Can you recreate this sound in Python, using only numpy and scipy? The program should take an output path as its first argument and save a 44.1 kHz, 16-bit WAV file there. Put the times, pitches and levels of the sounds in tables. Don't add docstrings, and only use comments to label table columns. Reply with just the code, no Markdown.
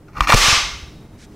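import sys
import numpy as np
from scipy import signal
from scipy.fft import rfft, irfft
from scipy.io import wavfile
from scipy.ndimage import uniform_filter1d

SR = 44100
rng = np.random.default_rng(int(sys.argv[2]) if len(sys.argv) > 2 else 0)


def gain_from_db(level_db):
    decades = np.asarray(level_db, float) / 20
    return 10 ** decades


def transcribe(u):
    v = np.clip(np.atleast_2d(u).T, -1, 1)
    q = np.round(v * 32767).astype(np.int16)
    wavfile.write(sys.argv[1], SR, q)


N = 59535

# [t/s, peak level/dB, tube over receiver/dB, hold/s, loudest receiver f/Hz]
KNOCKS = [(.154, -29.5, -22, .006, 1230), (0.167, -19, -2, 0.0098, 1260),
          (.182, -24.5, -10.5, 0.0042, 1105), (0.2067, -0.5, -8, 0.0037, 1136),
          (0.214, -14, -19, 0.0089, 1145), (0.272, -7.5, -1.5, 0.0016, 1240),
          (.284, -10.5, 9, 0.0099, 1190), (0.2918, -3, 7.5, 0.006, 1220), (0.2963, -4, -10.5, 0.0035, 718),
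          (0.3008, -1.5, -2.5, 0.0078, 895), (0.31, -13, -10, 0.0032, 1200),
          (0.314, -20.5, -6, 0.0065, 1300), (0.3219, 3, -8, .0045, 1310), (0.3304, -0.5, -22, 0.0026, 950),
          (0.336, -3, -0.5, .004, 637), (.346, -5, -9.5, .004, 500)]
# [f/Hz, level/dB, width/Hz]
RECEIVER_MODES = [(484, -3, 100), (655, -1, 120), (820, -4.5, 120), (1053, -1.5, 63), (1196, 2, 78),
                  (1433, -1, 91)]
# [f/Hz, level/dB, width/Hz]
TUBE_MODES = [(1826, 0, 250), (2361, 1.5, 210), (2736, -3, 160), (3580, -12, 110), (4173, -9.5, 260),
              (5610, -11, 630), (6660, -15, 390), (8100, -25, 590), (11500, -27, 2300)]
RING_CUT_T60_S = 0.014
SLAM_S = 0.336


def evened(x):
    return x / np.sqrt(np.mean(x ** 2) + 1e-20)


def noise():
    return rng.standard_normal(N)


def read(points, hz):
    f, value = np.transpose(points)
    return np.interp(np.log(hz + 1), np.log(f + 1), value)


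def curve(table, index=1):
    rows = np.array(table)
    return np.interp(np.arange(N) / SR, rows[:, 0], rows[:, index])


def coloured(x, points):
    gain = gain_from_db(read(points, np.fft.rfftfreq(len(x), 1 / SR)))
    return irfft(rfft(x) * gain, len(x))


def body(x, modes):
    out = np.zeros(len(x))
    for k, (hz, db, width_hz) in enumerate(modes):
        r = np.exp(-np.pi * width_hz / SR)
        poles = [1, -2 * r * np.cos(2 * np.pi * hz / SR), r * r]
        out += (-1) ** k * gain_from_db(db) * signal.lfilter([1 - r, 0, r - 1], poles, x)
    return out


def floor():
    # [f/Hz, level/dB per Hz]
    rumble_colour = [(20, -7.5), (60, 0), (150, -2.5), (330, -13.5), (600, -18.5), (1200, -26), (4000, -41),
                     (15800, -48)]
    # [f/Hz, width/Hz, level/dB]
    hum = [(211, 28, -56), (305, 13, -52), (401.6, 7.5, -57)]
    lumps = gain_from_db(1.8 * evened(uniform_filter1d(noise(), size=2500)))
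    rumble = gain_from_db(-41.5) * lumps * evened(coloured(noise(), rumble_colour))
    drone = sum(gain_from_db(db) * evened(body(noise(), [(hz, 0, width_hz)])) for hz, width_hz, db in hum)
    return rumble + drone


def scrape():
    # [t/s, level/dB, brightness/dB]
    strokes = [(.07, -83, -15), (.085, -48.5, -5.5), (.1, -50, -12), (.11, -66.5, -5.5), (.135, -54.5, -1),
               (.16, -40.5, -8.5), (.175, -27.5, -12.5), (.2, -41, 2), (.225, -28.5, -1), (.25, -32.5, 2.5),
               (.268, -40, 2.5), (.276, -22.5, -2.5), (.31, -21.5, 4), (.349, -21.5, 2.5), (.353, -46, 2),
               (.365, -92, 5)]
    hiss_colour = [(500, -13.5), (3000, -10.5), (6500, -8), (10000, -13.5), (15000, -28)]
    slips_per_s, slip_spread_db = 5000, 4
    level_db = curve(strokes)
    size = gain_from_db(slip_spread_db * np.minimum(rng.exponential(1, N), 4))
    slips = size * (rng.random(N) < slips_per_s / SR) * rng.choice([-1., 1.], N)
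    hiss_db = -10.5 + 1.03 * (level_db + 22)
    hiss = gain_from_db(hiss_db) * evened(coloured(noise(), hiss_colour))
    low = evened(body(slips, RECEIVER_MODES[2:]))
    high = evened(body(slips, TUBE_MODES)) + hiss
    return gain_from_db(level_db) * (low + gain_from_db(curve(strokes, index=2)) * high)


def knocks():
    damping = 0.3
    reach_oct, soften_per_db = 0.25, 0.34
    out, t = np.zeros(N), np.arange(3000) / SR
    hz, mode_db, width_hz = np.transpose(RECEIVER_MODES + TUBE_MODES)[:, :, None]
    low = np.arange(len(hz))[:, None] < len(RECEIVER_MODES)
    chances = rng.standard_normal((len(KNOCKS), 3, len(hz), 1))
    for (s, db, tube_db, hold_s, spot_hz), chance in zip(KNOCKS, chances):
        spot_db = -6.0 * (np.log2(hz / spot_hz) / reach_oct) ** 2
        share_db = np.where(low, spot_db, tube_db) + 1.2 * chance[0]
        decay = np.exp(-np.pi * damping * width_hz * t)
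        swing = np.sin(2 * np.pi * hz * (1 + chance[1] / 100) * t + chance[2])
        modes = gain_from_db(mode_db + share_db) * decay * swing
        rise_s = hold_s * np.clip(-soften_per_db * (db + 5.0), 0.05, 0.7)
        cut = gain_from_db(-60 * np.maximum(t - hold_s, 0) / RING_CUT_T60_S)
        ring = modes.sum(axis=0) * np.minimum(t / rise_s, 1) * cut
        out[round(s * SR):][:3000] += gain_from_db(db) * ring / abs(ring).max()
    return out


def cracks():
    # [f/Hz, level/dB per Hz]
    crack_colour = [(1500, -28.5), (3000, 6.5), (6000, -1.5), (10000, -12.5), (15000, -16)]
    t, shape = np.arange(N) / SR, np.zeros(N)
    for s, db, _, hold_s, _ in KNOCKS:
        decay_db = -60 * np.maximum(t - s - 0.33 * hold_s, 0) / RING_CUT_T60_S
        shape += gain_from_db(db + decay_db) * (t > s) * gain_from_db(0.5 * db)
    return gain_from_db(-18) * shape * evened(coloured(noise(), crack_colour))


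def room(x):
    # [f/Hz, t60/s]
    band_t60 = [(200, 0.39), (1000, 0.56), (3000, 0.6), (6000, 0.56), (10000, 0.41), (15000, 0.32)]
    taps = np.zeros((2, SR))
    at = np.arange(200, SR - 10, 10) + rng.integers(0, 10, (2, (SR - 201) // 10))
    np.put_along_axis(taps, at, rng.choice([-1., 1.], at.shape), 1)
    hz, t, z = signal.stft(taps, SR, nperseg=256)
    decay = gain_from_db(-60 * t / read(band_t60, hz)[:, None])
    tail = signal.istft(z * decay, SR, nperseg=256)[1]
    return signal.fftconvolve(x[None], tail / np.linalg.norm(tail[0]), axes=1)[:, :N]


def thumps():
    # [t/s, peak level/dB, f/Hz, t60/s]
    jolts = [(0.169, -24.5, 58.4, 0.055), (.208, -10, 45, 0.17), (.29, -24, 160, .05),
             (0.3399, 1, 123, 0.043), (0.343, -7.5, 32, 0.3), (0.3455, -12, 222, 0.048),
             (0.441, -19.5, 90, 0.032), (0.483, -7.5, 97, 0.022), (0.488, -23, 35, .12),
             (0.527, -8, 80.6, 0.032), (0.574, -18, 61, 0.043), (0.631, -25, 45.2, 0.29),
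             (.73, -26, 61, 0.22), (0.828, -29, 66.7, 0.12), (.885, -33.5, 68, 0.093)]
    out, t = np.zeros(N), np.arange(SR // 3) / SR
    for s, db, hz, t60_s in jolts:
        out[round(s * SR):][:len(t)] -= gain_from_db(db - 60 * t / t60_s) * np.sin(2 * np.pi * hz * t)
    return out


def slam():
    # [f/Hz, level/dB per Hz]
    blow_colour = [(120, -11), (300, -12.5), (600, -11), (1180, -5.5), (1600, -8), (3000, -6), (5800, -8.5),
                   (15800, -26)]
    # [f/Hz, width/Hz, level/dB]
    steel_ring = [(1168, 52, 6), (1762, 18, 7.5), (2120, 70, 0), (2612, 47, 10.5), (3180, 36, -9),
                  (3950, 40, -28), (5280, 130, 0.5), (5670, 120, -17), (6120, 120, -0.5)]
    slam_db, rise_s, ring_db = 7.5, 0.0031, -10
    late_db, late_t60_s = -28.5, 0.99
    t = np.arange(N) / SR - SLAM_S
    blow = 1. * (np.arange(N) == round(SLAM_S * SR))
    ring = body(blow, [(hz, db, width_hz) for hz, width_hz, db in steel_ring])
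    wash = room(coloured(blow, blow_colour) + gain_from_db(ring_db) * ring)
    wash = wash / np.sqrt(np.max(uniform_filter1d(wash[0] ** 2, size=2000)))
    late = evened(coloured(noise(), blow_colour)) * gain_from_db(late_db - 60 * abs(t) / late_t60_s)
    return gain_from_db(slam_db) * (wash + late) * np.clip(t / rise_s, 0, 1)


def linger():
    # [f/Hz, level/dB, t60/s]
    barrel = [(2116, -40, 1.08), (3810, -36.5, 1.11), (3000, -42, 0.82), (4300, -41.5, .9)]
    t, out = np.arange(N) / SR - SLAM_S, np.zeros(N)
    for hz, db, t60_s in barrel:
        tone = evened(body(noise(), [(hz, 0, 14.)]))
        out += gain_from_db(db + 10 - 60 * abs(t) / t60_s) * (t > 0) * tone
    return out


def sleeve():
    # [t/s, level/dB]
    strokes = [
        (1.16, -73),
        (1.19, -53),
        (1.225, -48),
        (1.25, -48.5),
        (1.268, -65),
        (1.3, -65),
        (1.35, -59),
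    ]
    # [f/Hz, level/dB per Hz]
    cloth_colour = [(1200, -9), (1800, -2.5), (2600, -6.5), (6000, -6), (9000, -13), (12000, -22),
                    (15000, -56)]
    grain = gain_from_db(0.56 * evened(uniform_filter1d(noise(), size=150)))
    cloth = evened(coloured(noise(), [(400, -49)] + list(cloth_colour)))
    return gain_from_db(curve(strokes)) * grain * cloth


def scene():
    # [t/s, gain/dB]
    limiter = [(.0, -1.5), (.15, -1.5), (.21, 9), (.26, 1), (.3, 15), (.34, -21), (.354, -31),
               (.375, -19.5), (.395, -20.5), (.42, -14), (.5, -4.5), (.56, -0.4), (.6, -0.73)]
    # [f/Hz, side over mid/dB]
    side_colour = [(30, -43), (250, -31.5), (600, -32), (4000, -24), (8000, -24), (13000, -15)]
    knock_wet_db, side_hiss_db, lean = -17.5, -65, -0.012
    gain = gain_from_db(curve(limiter))
    near = knocks() + scrape()
    wash = gain * slam() + gain_from_db(knock_wet_db) * room(near)
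    mid = near + wash[0] + thumps() + sleeve() + gain * floor()
    spread = coloured(wash[1] + near + gain * floor(), side_colour)
    side = lean * mid + spread + gain_from_db(side_hiss_db) * gain * noise()
    mid = mid + cracks() + gain * linger()
    return np.array([mid + side, mid - side])


def top_cut(x):
    return signal.sosfilt(signal.butter(12, 15990, fs=SR, output="sos"), x)


def record(dry):
    ceiling, edge_hz = 0.95, 15900
    capped = dry / (1 + abs(dry / ceiling) ** 6) ** (1 / 6)
    mix = signal.oaconvolve(capped, signal.firwin(255, edge_hz, fs=SR)[None], "same")
    return top_cut(mix)


dry = scene()
out = record(dry)
transcribe(out)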